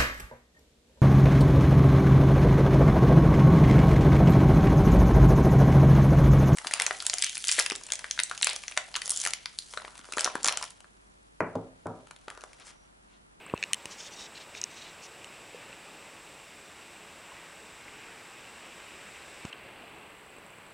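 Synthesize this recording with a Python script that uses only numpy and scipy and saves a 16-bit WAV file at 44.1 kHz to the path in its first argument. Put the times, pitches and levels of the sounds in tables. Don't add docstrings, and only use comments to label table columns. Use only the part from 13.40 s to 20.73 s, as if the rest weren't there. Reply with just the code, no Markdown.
import sys
import numpy as np
from scipy import signal
from scipy.fft import rfft, irfft, next_fast_len
from scipy.io import wavfile
from scipy.ndimage import uniform_filter1d

SR = 44100
rng = np.random.default_rng(int(sys.argv[2]) if len(sys.argv) > 2 else 0)


def master_out(mix):
    frames = np.transpose(np.atleast_2d(mix))
    ceiling = np.clip(frames, -1, 1)
    pcm = np.round(ceiling * 32767).astype(np.int16)
    wavfile.write(sys.argv[1], SR, pcm)


N = 323253
TIME = np.arange(N) / SR
RING = TIME[:4096]

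# f/Hz, relative level/dB
MIC_SPECTRUM = [(2000, -17), (5800, -9.5), (6800, -12.5), (7400, -5), (7800, 0.0), (8350, 0.0), (8750, -12),
                (9400, -10), (9800, -5), (10200, -13), (12000, -12), (15500, -16.5)]
MOTOR_SPECTRUM = [(2000, -8.5), (3200, -6), (3700, 1), (4200, -7), (5000, -3), (5800, -4), (6600, -9),
                  (7300, -1), (8250, 1.1), (8750, -14), (9800, -11.5), (10500, -15.5), (14000, -26),
                  (16000, -29)]
SEA_SPECTRUM = [(20, -13.5), (60, -4.5), (180, -2), (500, 0.5), (780, -1.5), (1100, -0.2), (1400, -3),
                (2000, -2.5), (2750, -0.8), (3150, -7.5), (3750, -13), (4600, -16.5), (5600, -31.5),
                (8000, -36)]
# f/Hz, relative level/dB
WHINE_TONES = [(7246, -14), (7718, -6), (8484, -13)]
# f/Hz, width/Hz, relative level/dB
LENS_MODES = [(550, 400, -2), (1140, 410, 1), (7530, 600, -6), (8270, 480, 0.5), (9800, 500, -17.5)]
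BODY_MODES = [(181, 170, 1), (400, 320, 6.5), (1030, 200, 11)]
# f/Hz, width/Hz, relative level/dB
SHELL_FAMILIES = [
    [(1897, 360, -5.5), (2550, 420, -2.5), (2835, 325, 3), (2990, 61, -11)],
    [(3610, 400, 8), (4190, 480, 8)],
    [(5540, 900, -0.5), (6630, 570, 3.5)],
    [(7600, 660, -6.5), (8740, 690, 6), (9620, 420, -5), (10400, 700, -8.5), (13600, 1500, -26)],
]
FAMILY_HZ = [2670, 3920, 6040, 9000]
CLICK_MIX_DB = [0, -7.5, -3, 0]
RUB_MIX_DB = [-.5, -0.5, 0, -8.5]
BUTTON_MIX_DB = [-17.5, -15.5, 0.5, -11.5]
# t/s, relative peak/dB
LENS_TICKS = [(0.0642, -38), (0.1444, -40), (6.9647, -48)]
# start/s, end/s, relative level/dB, brightest f/Hz at mid-stroke
FINGER_RUBS = [(0.46, 0.563, -57.5, 6200), (0.572, 0.69, -50, 5400), (0.712, 0.749, -46.5, 4570),
               (0.763, 0.866, -49, 5400), (0.953, 0.984, -48, 3800), (1.003, 1.031, -49, 4000),
               (1.144, 1.195, -50, 4400), (1.305, 1.51, -57.5, 4600), (1.618, 1.668, -51, 5800)]
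# t/s, relative level/dB, case note f/Hz, contact/s
FINGER_CLICKS = [(.0976, -41, 2554, 0.00034), (.1632, -47, 2573, .00028), (.1765, -41, 2613, .00019),
                 (0.227, -26.5, 2410, .00021), (0.2374, -27, 2510, 0.00019), (0.3327, -24, 2670, .00003),
                 (0.3437, -35.5, 2900, .00003), (0.4561, -39, 2660, .00006), (1.1499, -40.5, 2260, .0002),
                 (1.232, -45, 2640, .00014), (1.8441, -43.5, 2730, 0.00013), (2.3284, -46, 2550, .00026),
                 (6.052, -44, 2640, 0.00012), (6.1274, -42, 2820, 0.00027), (6.13, -39, 2760, .00033)]
# t/s, relative level/dB
BUTTON_SNAPS = [(1.2152, -32.5), (1.2395, -27.5)]
# t/s, peak/dB, contact/s
BODY_THUDS = [(0.065, -38, .0003), (0.1379, -14, 0.00094), (0.4558, -31.5, 0.00036), (6.0489, -26, 0.0032),
              (6.984, -37.5, 0.00048), (7.185, -39, 0.00068)]
# t/s, level/dB, rise time/s
PADDLE_STROKES = [(2.183, -55, 0.042), (2.72, -60, .04), (3.92, -53, .06), (4.656, -54, 0.041),
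                  (5.32, -58, 0.068)]
# t/s, level/dB, starting f/Hz, ring/cycles, pitch rise/fraction
NEAR_PLOPS = [(.3115, -36.5, 1100, 27, .1), (2.1455, -31, 466, 13.5, 0.085), (3.918, -37.5, 1000, 33, .1),
              (4.481, -39.5, 1845, 90, 1.5), (6.435, -41.5, 660, 26.4, .1)]

CASE_HZ = 2640


def amp(db):
    return 10 ** (np.asarray(db) / 20)


def unit(x):
    return x / np.sqrt(np.mean(x ** 2))


def add(out, s, x):
    i = max(int(s * SR), 0)
    out[i:i + len(x)] += x[:max(N - i, 0)]


def colour(x, points):
    hz, db = np.transpose(points)
    size = next_fast_len(N)
    f = np.maximum(np.fft.rfftfreq(size, 1 / SR), 1)
    gain = amp(np.interp(np.log(f), np.log(hz), db))
    return irfft(rfft(x, size) * gain, size)[:N]


def band(x, lo_hz, hi_hz):
    return signal.sosfilt(signal.butter(3, [lo_hz, hi_hz], "band", fs=SR, output="sos"), x)


def walk(rate_hz):
    hold = int(SR / rate_hz)
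    steps = np.repeat(rng.standard_normal(N // hold + 1), hold)
    return 1.31 * uniform_filter1d(steps, hold)[:N]


def grains(per_s, spread_db):
    size = amp(spread_db * np.minimum(rng.exponential(size=N), 4))
    return unit((rng.random(N) < per_s / SR) * size * rng.choice([-1, 1], N))


def ring(modes, scatter, stretch=1):
    out = 0
    for k, (hz, width, db) in enumerate(modes):
        age = np.pi * width * RING
        turns = hz * stretch * (1 + scatter * rng.standard_normal()) * RING
        out += (-1) ** k * amp(db) * width * age * np.exp(-age) * np.sin(2 * np.pi * turns)
    return out


def cave(x, t60_s, wet_db):
    tail = rng.standard_normal(SR) * amp(-60 * TIME[:SR] / t60_s)
    return x + amp(wet_db) * signal.fftconvolve(x, tail / np.linalg.norm(tail))[:N]


def mic_hiss(level_db):
    return amp(level_db) * unit(colour(rng.standard_normal(N), MIC_SPECTRUM))


def mechanism(on_s, off_s, hiss_db, whine_db, waver, ramp_s=.008):
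    running = np.clip(np.minimum(TIME - on_s, off_s - TIME) / ramp_s + .5, 0, 1)
    rise_db = np.interp(TIME, [off_s - 1.2, off_s], [0, 1.4])
    turns = np.cumsum(1 + waver * walk(40)) / SR
    whine = unit(sum(amp(db) * np.sin(2 * np.pi * hz * turns) for hz, db in WHINE_TONES))
    hiss = unit(colour(rng.standard_normal(N), MOTOR_SPECTRUM))
    return running * amp(rise_db) * (amp(hiss_db) * hiss + amp(whine_db) * whine)


def lens(zoom_s, loudest_s, gain_db, turn_s=.2, fade_db_per_s=13):
    steps = [turn + step for turn in np.arange(zoom_s, N / SR, turn_s) for step in (0, .08, .1195)]
    zoom = [(s, -45.5 - fade_db_per_s * abs(s - loudest_s)) for s in steps]
    out = np.zeros(N)
    for s, db in LENS_TICKS + zoom:
        tick = ring(LENS_MODES, scatter=.006)
        add(out, s, amp(db + gain_db) * tick / np.abs(tick).max())
    return out


def paddle(lo_hz, hi_hz):
    shower = 0
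    for s, db, rise_s in PADDLE_STROKES:
        age = np.maximum(TIME - s, 0) / rise_s
        shower += amp(db) * age * np.exp(1 - age)
    droplets = unit(band(grains(per_s=1500, spread_db=3), lo_hz, hi_hz))
    return cave(shower * droplets, t60_s=.8, wet_db=-15)


def rubs(gain_db, edge_s, uneven_db, skin_db, fall_db_per_oct=8, sink_oct_per_s=4):
    out = np.zeros(N)
    for modes, family_hz, mix_db in zip(SHELL_FAMILIES, FAMILY_HZ, RUB_MIX_DB):
        slips = grains(per_s=5000, spread_db=3)
        (lo_hz, lo_width, _), (hi_hz, hi_width, _) = modes[:2]
        skin = unit(band(slips, lo_hz - lo_width, hi_hz + hi_width))
        for start, end, db, bright_hz in FINGER_RUBS:
            touching = (TIME > start - 3 * edge_s) & (TIME < end + 3 * edge_s)
            t = TIME[touching]
            force = (1 + np.tanh(np.minimum(t - start, end - t) / edge_s)) / 2
            octaves_off = np.log2(family_hz / bright_hz) + sink_oct_per_s * (t - (start + end) / 2)
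            gain = amp(db + mix_db - fall_db_per_oct * np.abs(octaves_off))
            shell = signal.fftconvolve(slips[touching], ring(modes, scatter=.063))[:len(t)]
            out[touching] += gain * force * (unit(shell) + amp(skin_db) * skin[touching])
    return amp(gain_db + uneven_db * walk(70)) * out


def strike(family_db, note_hz, crack_db=-3, crack_s=.0007):
    crack = unit(band(rng.standard_normal(len(RING)), 2000, 15000)) * np.exp(-RING / crack_s)
    out = amp(family_db[-1] + crack_db) * crack
    for k, (modes, db) in enumerate(zip(SHELL_FAMILIES, family_db)):
        family = ring(modes, scatter=.022, stretch=note_hz / CASE_HZ if k == 0 else 1)
        out += amp(db) * family / np.linalg.norm(family) * np.sqrt(.005 * SR)
    return out


def button():
    out = np.zeros(N)
    for s, db in BUTTON_SNAPS:
        add(out, s, amp(db) * strike(BUTTON_MIX_DB, CASE_HZ))
    return out


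def clicks():
    out = np.zeros(N)
    for s, db, note_hz, contact_s in FINGER_CLICKS:
        loss_db = 20 * np.log10(np.e) * (np.array(FAMILY_HZ) * contact_s) ** 2
        add(out, s, amp(db) * strike(CLICK_MIX_DB - loss_db + loss_db[0], note_hz))
    return out


def thuds(snap):
    out = np.zeros(N)
    body = sum(amp(db) * width * np.exp(-np.pi * width * RING) * np.cos(2 * np.pi * hz * RING)
               for hz, width, db in BODY_MODES)
    for s, db, contact_s in BODY_THUDS:
        push = np.sin(np.pi * np.minimum(RING / contact_s, 1)) ** 2
        push[int(.7 * contact_s * SR)] += snap * push.sum()
        thud = band(signal.fftconvolve(push, body), 64, 1240)
        add(out, s, amp(db) * thud / np.abs(thud).max())
    return out


def bubble(hz, cycles, glide):
    age = hz * RING / cycles
    turns = np.cumsum(hz * (1 + glide * np.minimum(2 * age, 1))) / SR
    envelope = (1 - np.exp(-2 * hz * RING)) * amp(-60 * age)
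    return envelope * np.sin(2 * np.pi * turns)


def plops(lap_db, count):
    out = np.zeros(N)
    for s, db, hz, cycles, glide in NEAR_PLOPS:
        add(out, s, amp(db) * bubble(hz, cycles, glide))
    for when, pitch, faintness in rng.random((count, 3)):
        plop = bubble(hz=350 * 8 ** pitch, cycles=26, glide=.15)
        add(out, when * N / SR, amp(lap_db - 13 * faintness) * plop)
    return cave(out, t60_s=.74, wet_db=-8)


def swell_db(t, crest_s=6, rise_s=2.9, ebb_s=.9):
    return np.interp(t - crest_s, [-rise_s, 0, ebb_s], [0, 3, -2])


def sea(low_db, bright_db, fizz_db, drift_db, flicker_db):
    low = low_db + .42 * swell_db(TIME - .3)
    bright = bright_db + swell_db(TIME)
    drift = drift_db * walk(2.98)
    edges_hz = np.geomspace(20, 10240, 13)
    wash = 0
    for lo_hz, hi_hz in zip(edges_hz, edges_hz[1:]):
        treble = np.clip(np.log2(hi_hz / 1000), 0, 1)
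        water = rng.standard_normal(N) + treble * amp(fizz_db) * grains(per_s=500, spread_db=4.5)
        db = (1 - treble) * low + treble * bright + drift + flicker_db * walk(14)
        wash += band(water * amp(db), lo_hz, hi_hz)
    return cave(colour(wash, SEA_SPECTRUM), t60_s=.98, wet_db=-11)


def scene():
    water = sea(low_db=-41, bright_db=-41.5, fizz_db=-7, drift_db=.5, flicker_db=.66)
    water += plops(lap_db=-48.5, count=90) + paddle(lo_hz=910, hi_hz=2900)
    casing = clicks() + button() + thuds(snap=.16)
    casing += rubs(gain_db=-.3, edge_s=.0069, uneven_db=2.5, skin_db=-1)
    drives = mechanism(on_s=.187, off_s=6.1, hiss_db=-57, whine_db=-69, waver=.000417)
    drives += lens(zoom_s=6.5845, loudest_s=7.1, gain_db=5)
    return np.tile(water + casing + drives + mic_hiss(level_db=-63.5), (2, 1))


def record(dry):
    notched = signal.lfilter(*signal.iirnotch(12400, Q=35, fs=SR), dry)
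    return signal.sosfilt(signal.ellip(8, .2, 70, 15800, fs=SR, output="sos"), notched)


dry = scene()
out = record(dry)
master_out(out)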